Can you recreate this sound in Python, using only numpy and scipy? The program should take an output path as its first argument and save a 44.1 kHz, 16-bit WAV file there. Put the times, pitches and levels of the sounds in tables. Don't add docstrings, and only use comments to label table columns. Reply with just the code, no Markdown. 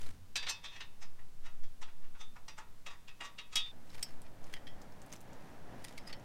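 import sys
import numpy as np
from scipy.fft import rfft, irfft, next_fast_len
from scipy.io import wavfile
from scipy.ndimage import map_coordinates

SR = 44100
rng = np.random.default_rng(int(sys.argv[2]) if len(sys.argv) > 2 else 0)


def store_pcm(level_fs):
    pcm = np.round(np.clip(level_fs, -1, 1) * 32767).astype(np.int16)
    wavfile.write(sys.argv[1], SR, np.atleast_2d(pcm).T)


N = 275184

# (frequency [Hz], relative density [dB])
ROOM_SPECTRUM = [(25, 0), (60, -6.5), (110, -6.5), (200, -10.5), (350, -17.5), (600, -20), (1000, -22),
                 (1600, -25), (2500, -27.5), (4000, -28.5), (7000, -31), (12500, -34.5), (16000, -35.5)]
DRONE_SPECTRUM = [(60, -58), (84, 5), (96, 0.5), (125, -25), (180, -20.5), (260, -16.5), (500, -61),
                  (1500, -74)]
DRAUGHT_SPECTRUM = [(1, -6), (2.5, 1), (7, -1), (12, -18), (20, -34), (35, -45), (80, -80), (200, -120)]
TRAFFIC_SPECTRUM = [(24, -31), (40, -4.5), (119, 1), (293, -4), (393, -9.5), (538, -6.5), (637, -6.5),
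                    (854, -8), (1120, -15), (1710, -15.5), (2490, -23.5), (4470, -33), (6000, -33.5),
                    (7800, -47), (13200, -120)]
# (time [s], level [dB])
DRAUGHT_LEVEL = [(0, -31.5), (.8, -49.5), (1.2, -29.5), (2.4, -31.5), (2.7, -42), (3.8, -45), (4.5, -32),
                 (5.1, -46.5), (6.24, -42.5)]
# (time [s], level [dB], half length [s])
RUBS = [(0.015, -56, 0.081), (4.005, -59.5, 0.091), (4.52, -62.5, 0.061), (5.13, -56, 0.025),
        (5.45, -68.5, 0.075), (5.877, -62, 0.075)]
# (frequency [Hz], relative density [dB])
RUB_SPECTRUM = [(150, 5), (600, -3.0), (2000, -3.5), (6000, -10.5), (10000, -13.5), (16000, -23)]
# (time [s], nominal peak [dB], pitch [Hz])
TICKS = [(0.017, -43, 6140), (0.0637, -45.5, 4020), (4.218, -43.5, 8400), (4.442, -45, 5330),
         (4.8198, -46.5, 6660), (5.0182, -46, 6900), (5.063, -47.5, 9530), (5.1264, -33, 6330),
         (5.1617, -42.5, 5840), (5.213, -46, 10300), (5.3317, -48, 6300), (6.198, -52, 5800)]
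# (time [s], level before the pad's trim [dB], scrape-in time constant [s],
# clip ring [dB], knock [dB], edge [dB], favoured pitch [Hz])
PAD_HITS = [(3.9, -59.5, 0.001, 5, -12, -1, 4030), (3.947, -55, 0.017, -1, 1, -0.5, 2270),
            (3.985, -57, 0.014, -6, 26, 6, 3530), (4.265, -62, 0.025, -6, 0, -9, 2410),
            (4.539, -42, 0.0015, -7, 10, 0.5, 3200), (4.566, -52, 0.0056, -16, 10, -9, 1870),
            (4.67, -48, 0.0005, -3, 10, -3.5, 3250), (5.844, -44.5, 0.0013, -27, 6.5, 5.5, 9400),
            (5.881, -52.5, 0.0005, -20, 7, 4.5, 3760), (5.978, -45, 0.0012, -4.5, -1.5, -1, 2200),
            (6.077, -49, 0.007, 0, 6, 6, 5000), (6.104, -52, 0.037, -6, 11, -3, 1270),
            (6.13, -45, 0.0016, -7, 3, -6, 4500)]
# (time [s], level before the rotor's trim [dB], scrape-in time constant [s],
# disc ring [dB], knock [dB], edge [dB], favoured pitch [Hz])
ROTOR_HITS = [(0.357, -34, 0.00064, -14, -2.5, -3, 1700), (0.362, -37, 0.0012, -19, 0, 5.5, 3970),
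              (0.43, -43, 0.0052, -17, 3, -5, 1780), (0.469, -38.5, 0.003, -18, 0.5, -8, 4560),
              (0.488, -38.5, 0.0035, -15, 2, -4, 4380), (0.498, -35.5, 0.0061, 4.5, -1.5, 7, 4580),
              (0.645, -48, 0.0056, -14, 10, 4, 3500), (0.657, -46, 0.0096, 1.5, -1, -5, 3600),
              (0.738, -55.5, 0.045, -17, 7.5, -0.5, 3530), (0.765, -50.5, 0.013, -3, 5.5, -5, 1880),
              (0.809, -44.5, 0.004, -14, 3, -5, 2870), (1.026, -51.5, 0.0084, -5, 14, 8.5, 6300),
              (1.193, -61, 0.005, 2, 25, 0, 1890), (1.465, -53, 0.016, 1.5, 13, 5.5, 1940),
              (1.638, -61, 0.0049, -3.5, 7, 3, 3430), (1.819, -53, 0.0041, -13, 16.5, 13, 1700),
              (1.829, -50.5, 0.0042, 3, 4, -3, 835), (2.153, -60, 0.004, 2, 19, -3, 1500),
              (2.213, -50, 0.012, 5, 10.5, 8, 3600), (2.365, -54, 0.0063, -15, 24.5, 6, 1330),
              (2.483, -47, 0.0015, 0.5, 6.5, 4, 5800), (2.586, -47, 0.0062, -0.5, 20, 9.5, 1350),
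              (2.866, -45, 0.0029, 3, 10, 2.5, 2710), (2.91, -53, 0.01, 3.5, 14.5, 5.5, 1860),
              (2.936, -59, 0.014, -10, 23, 10, 1900), (3.083, -52, 0.0043, -2, 4, -4, 2650),
              (3.209, -43, 0.0024, 2, 17.5, 1.5, 2900), (3.256, -48.5, 0.024, 2, 8.5, 5, 1090),
              (3.388, -44, 0.0035, -0.5, -1.5, -6.5, 2760), (3.534, -49, 0.008, 2, 4, 2, 7000),
              (3.557, -29.5, 0.00094, 2.5, -6, 4, 2563), (3.567, -32.5, 0.00072, 7, -16, -20, 3760),
              (3.662, -55, 0.002, -9, 0, -11, 3580)]
# (frequency [Hz], relative density [dB])
PAD_CLATTER = [(300, -17), (1000, -19), (1900, -1), (3200, -2.5), (4000, -1.5), (5000, 0), (6500, -6.5),
               (9500, -10.5), (11500, -12), (16000, -23)]
ROTOR_CLATTER = [(150, -26), (300, -21.5), (650, -16.5), (900, -11.5), (1550, -12.5), (1850, -7.5),
                 (2700, -8), (3800, -8), (4400, -9.5), (6000, -11), (9000, -15), (10700, -28), (12800, -23),
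                 (16000, -45)]
# (frequency [Hz], gain [dB])
ECHO_COLOUR = [(1000, 3.5), (4000, -6.5), (10000, -19)]
# (frequency [Hz], relative level [dB], time to fall 60 dB [s])
SPRING_MODES = [(5378, 0, .035), (5700, -10, .04), (8086, -5, .04), (9180, -13, .035), (13480, -23, .06)]
CLIP_MODES = [(3160, -10, .14), (4570, -7, .1), (4883, -2, .15), (5050, -6, .12), (5276, -2, .2),
              (5378, 0, .17), (6272, -6, .13), (7400, -13, .1), (8500, -11, .09), (9500, -13, .07),
              (10450, -13, .07)]
PAD_MODES = [(1890, -4, .1), (1965, -2, .22), (2430, -14, .2), (2832, -9, .2), (2980, -9, .12),
             (3095, -6, .2), (3160, -3, .15), (3230, -5, .1), (3316, -8, .2), (3930, -10, .1),
             (4883, -6, .18), (5270, -5, .18), (5780, -11, .08)]
DISC_MODES = [(880, -14, .22), (955, -22, .8), (1140, -12, .25), (1264, -10, .3), (1404, -16, .23),
              (1896, -12, .28), (2243, -16, .2), (2456, -11, .25), (2588, -4, .27), (2709, -10, .17),
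              (2826, -3, .17), (2961, -9, .15), (3194, -9, .17), (3315, 1, .2), (3389, -11, .14),
              (3588, -2, .37), (3775, -4, .23), (4517, -14, .18), (4840, -11, .22), (4895, -13, .25),
              (5370, -13, .17), (5665, -11, .15), (5779, -11, .14), (6119, -13, .13), (6263, -11, .11),
              (6881, -16, .11), (7395, -12, .11), (8644, -14, .1), (8915, -18, .1), (12920, -22, .07)]
CALIPER_MODES = [(958, -15, .4), (1114, -15, .2), (1354, -12, .2), (1513, -15, .2), (1700, -14, .2),
                 (1825, -7, .2), (2225, -6, .2), (2355, -13, .25), (2589, 0, .25), (2690, -4, .18),
                 (2828, -4, .17), (3195, -2, .18), (3315, -6, .19), (3527, -4, .15), (3588, -4, .33),
                 (3783, -1, .19), (3857, -2, .17), (3989, -1, .16), (4253, -7, .18), (4671, -7, .3),
                 (4846, -6, .2), (5138, -6, .2), (5210, -7, .17), (5490, -8, .18), (5671, -4, .15),
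                 (5790, -9, .15), (6122, -3, .13), (7428, -6, .15), (8059, -11, .1), (9335, -10, .09)]

JUMP_S = 3.716
SNAP_S = 4.0267
TOP_HZ = 15850
CLANK_SHARE = .58
EDGE_REACH = 1.3


def amp(db):
    return 10 ** (np.asarray(db) / 20)


def unit(x):
    return x / np.sqrt(np.mean(x ** 2) + 1e-20)


def clock(size):
    return np.arange(size) / SR


def curve(rows):
    return np.interp(clock(N), *np.transpose(rows))


def filtered(x, response):
    padded = next_fast_len(len(x) + SR // 10)
    hz = np.fft.rfftfreq(padded, 1 / SR)
    return irfft(rfft(x, padded) * response(hz), padded)[:len(x)]


def coloured(x, points):
    f, db = np.transpose(points)
    return filtered(x, lambda hz: amp(np.interp(np.log(hz + 1), np.log(f), db)))


def noise(points, size):
    return unit(coloured(rng.standard_normal(size), points))


def wobble(rate, size):
    knots = rng.standard_normal(int(size * rate / SR) + 4)
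    return map_coordinates(knots, [clock(size) * rate])


def strewn(span, db, spread_db, hz, count):
    when, force, octave = rng.random((count, 3)).T
    times = span[0] + (span[1] - span[0]) * (np.arange(count) + when) / count
    levels = db + spread_db * (2 * force - 1)
    pitches = hz * 2 ** (octave - .5)
    return list(zip(times, levels, pitches))


def ringing(modes, t, blows, scatter_db, split_hz):
    hz, db, t60 = np.tile(np.transpose(modes), 2)[:, :, None]
    hz = hz + split_hz * rng.standard_normal(hz.shape)
    decay = amp(-60 * np.maximum(t, 0) / t60)
    waves = decay * np.exp(2j * np.pi * hz * t)
    gain = amp(db.T + scatter_db * rng.standard_normal((blows, len(hz))))
    gain[:, len(modes):] *= .5
    force = gain * np.exp(2j * np.pi * rng.random(gain.shape))
    rms = np.sqrt(np.sum(gain ** 2, axis=1, keepdims=True) / 2)
    return (force @ waves).real / rms


def clatter(spectrum, t, t60, treble_t60, echo_db, echo_t60):
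    dense, age = noise(spectrum, len(t)), np.maximum(t, 0)
    low = filtered(dense, lambda hz: 1 / (1 + (hz / 5000) ** 4))
    treble = dense - low
    answer = unit(coloured(noise(spectrum, len(t)), ECHO_COLOUR))
    echo = amp(echo_db - 60 * age / echo_t60) * answer
    return low * amp(-60 * age / t60) + treble * amp(-60 * age / treble_t60) + echo


def contacts(hits, parts, body, held_db, damping_db_per_s, crack_db, crack_t60, chatter_db,
             scatter_db, split_hz, favour_db, dulling):
    lead = SR // 8
    t = clock(SR * 5 // 8) - lead / SR
    rings = [ringing(modes, t, len(hits), scatter_db, split_hz) for modes in parts]
    hardest_db = max(hit[1] for hit in hits)
    out = np.zeros(N + SR)
    for (s, db, scrape, struck_db, knock_db, edge_db, pitch), struck, held in zip(hits, *rings):
        slide = np.exp(np.minimum(t, 0) / max(scrape, 1e-4))
        chatter = unit(amp(chatter_db * wobble(449.6, len(t))))
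        crack = 1 + amp(crack_db - 60 * np.abs(t) / crack_t60)
        held_gain = amp(held_db - damping_db_per_s * (s - hits[0][0]))
        ring = amp(struck_db) * struck + held_gain * held
        blow = slide * (body(t) * chatter * crack + ring)
        top_db = EDGE_REACH * edge_db - dulling * (hardest_db - db)
        blow = coloured(blow, [(1100, knock_db), (2300, CLANK_SHARE * knock_db), (3700, 0.012),
                               (6200, edge_db), (11000, top_db)])
        width_hz = 60 + .025 * pitch
        blow = filtered(blow, lambda hz: amp(favour_db * np.exp(-.5 * ((hz - pitch) / width_hz) ** 2)))
        strength = np.sqrt(np.mean(blow[lead:lead + SR // 90] ** 2))
        out[round(s * SR):][:len(t)] += amp(db) * blow / strength
    return out[lead:lead + N]


def room_tone():
    return amp(-62.0) * noise(ROOM_SPECTRUM, N) * amp(0.073 * wobble(2.9, N))


def drone():
    hold_s, fade_db_per_s = .1, 34
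    fade_db = fade_db_per_s * np.maximum(clock(N) - hold_s, 0)
    return amp(-55.5 - fade_db) * noise(DRONE_SPECTRUM, N)


def draught():
    return amp(curve(DRAUGHT_LEVEL)) * noise(DRAUGHT_SPECTRUM, N)


def traffic():
    nearest_s, pass_s = 5.67, 0.8
    t = clock(N)
    rush = noise(TRAFFIC_SPECTRUM, N)
    low = filtered(rush, lambda hz: 1 / (1 + (hz / 400) ** 4))
    rumble = low * amp(.8 * wobble(5.5, N))
    distance = np.hypot(1, (t - nearest_s) / pass_s)
    level = amp(-54 + 1.1 * wobble(11, N)) / distance
    return level * (rush - low + rumble) * (t > JUMP_S)


def grit():
    t, out = clock(SR // 12), np.zeros(N + SR)
    pressing = strewn((4.7, 5.3), db=-47, spread_db=2, hz=6660, count=5)
    for s, db, hz in TICKS + pressing:
        tick = noise([(500, -15), (0.72 * hz, -10), (hz, 0), (1.4 * hz, -8.3), (1.401 * hz, -18)], len(t))
        decay = amp(-60 * t / 0.0081) + amp(-10 - 60 * t / 0.078)
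        out[round(s * SR):][:len(t)] += amp(db - 9) * tick * decay
    return out[:N]


def gloves():
    pressure = sum(amp(db) * np.exp(-.5 * ((clock(N) - s) / half) ** 2) for s, db, half in RUBS)
    rub = noise(RUB_SPECTRUM, N)
    return pressure * unit(rub * amp(4.3 * wobble(300, N)))


def spring():
    t = clock(SR // 3)
    slip = amp(-35.0) * clatter(PAD_CLATTER, t, t60=0.034, treble_t60=0.06, echo_db=-25, echo_t60=0.36)
    age = t - .0022
    ping = amp(-29) * ringing(SPRING_MODES, age, blows=1, scatter_db=.5, split_hz=3)[0]
    after = amp(-45.5) * ringing(CLIP_MODES, age, blows=1, scatter_db=0.5, split_hz=6.9)[0]
    out = np.zeros(N)
    out[round(SNAP_S * SR):][:len(t)] = slip + (ping + after) * (age > 0)
    return out


def pad():
    def body(t):
        return clatter(PAD_CLATTER, t, t60=0.071, treble_t60=0.062, echo_db=-10.5, echo_t60=0.14)

    trim_db = -3
    return amp(trim_db) * contacts(
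        PAD_HITS, (CLIP_MODES, PAD_MODES), body, held_db=0, damping_db_per_s=2.5,
        crack_db=6.5, crack_t60=0.096, chatter_db=5.0,
        scatter_db=3.5, split_hz=14.4, favour_db=12.0, dulling=.1)


def rotor():
    def body(t):
        return clatter(ROTOR_CLATTER, t, t60=0.17, treble_t60=0.094, echo_db=-20, echo_t60=0.77)

    scrape_s, disc_db, knock_db, edge_db = 0.02, 0, 14.5, -2
    fumbles = strewn((1.85, 2.08), db=-63, spread_db=2, hz=1960, count=2)
    touches = [(s, db, scrape_s, disc_db, knock_db, edge_db, hz) for s, db, hz in fumbles]
    trim_db = -1.06
    return amp(trim_db) * contacts(
        ROTOR_HITS + touches, (DISC_MODES, CALIPER_MODES), body, held_db=3, damping_db_per_s=3.5,
        crack_db=-6.5, crack_t60=0.28, chatter_db=1.0,
        scatter_db=4.5, split_hz=4.1, favour_db=6.5, dulling=0.42)


def scene():
    background = room_tone() + drone() + draught() + traffic()
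    hands = grit() + gloves()
    brake = spring() + pad() + rotor() * (clock(N) < JUMP_S)
    return (background + hands + brake)[None]


def record(dry):
    return np.array([filtered(channel, lambda hz: hz < TOP_HZ) for channel in dry])


dry = scene()
out = record(dry)
store_pcm(out)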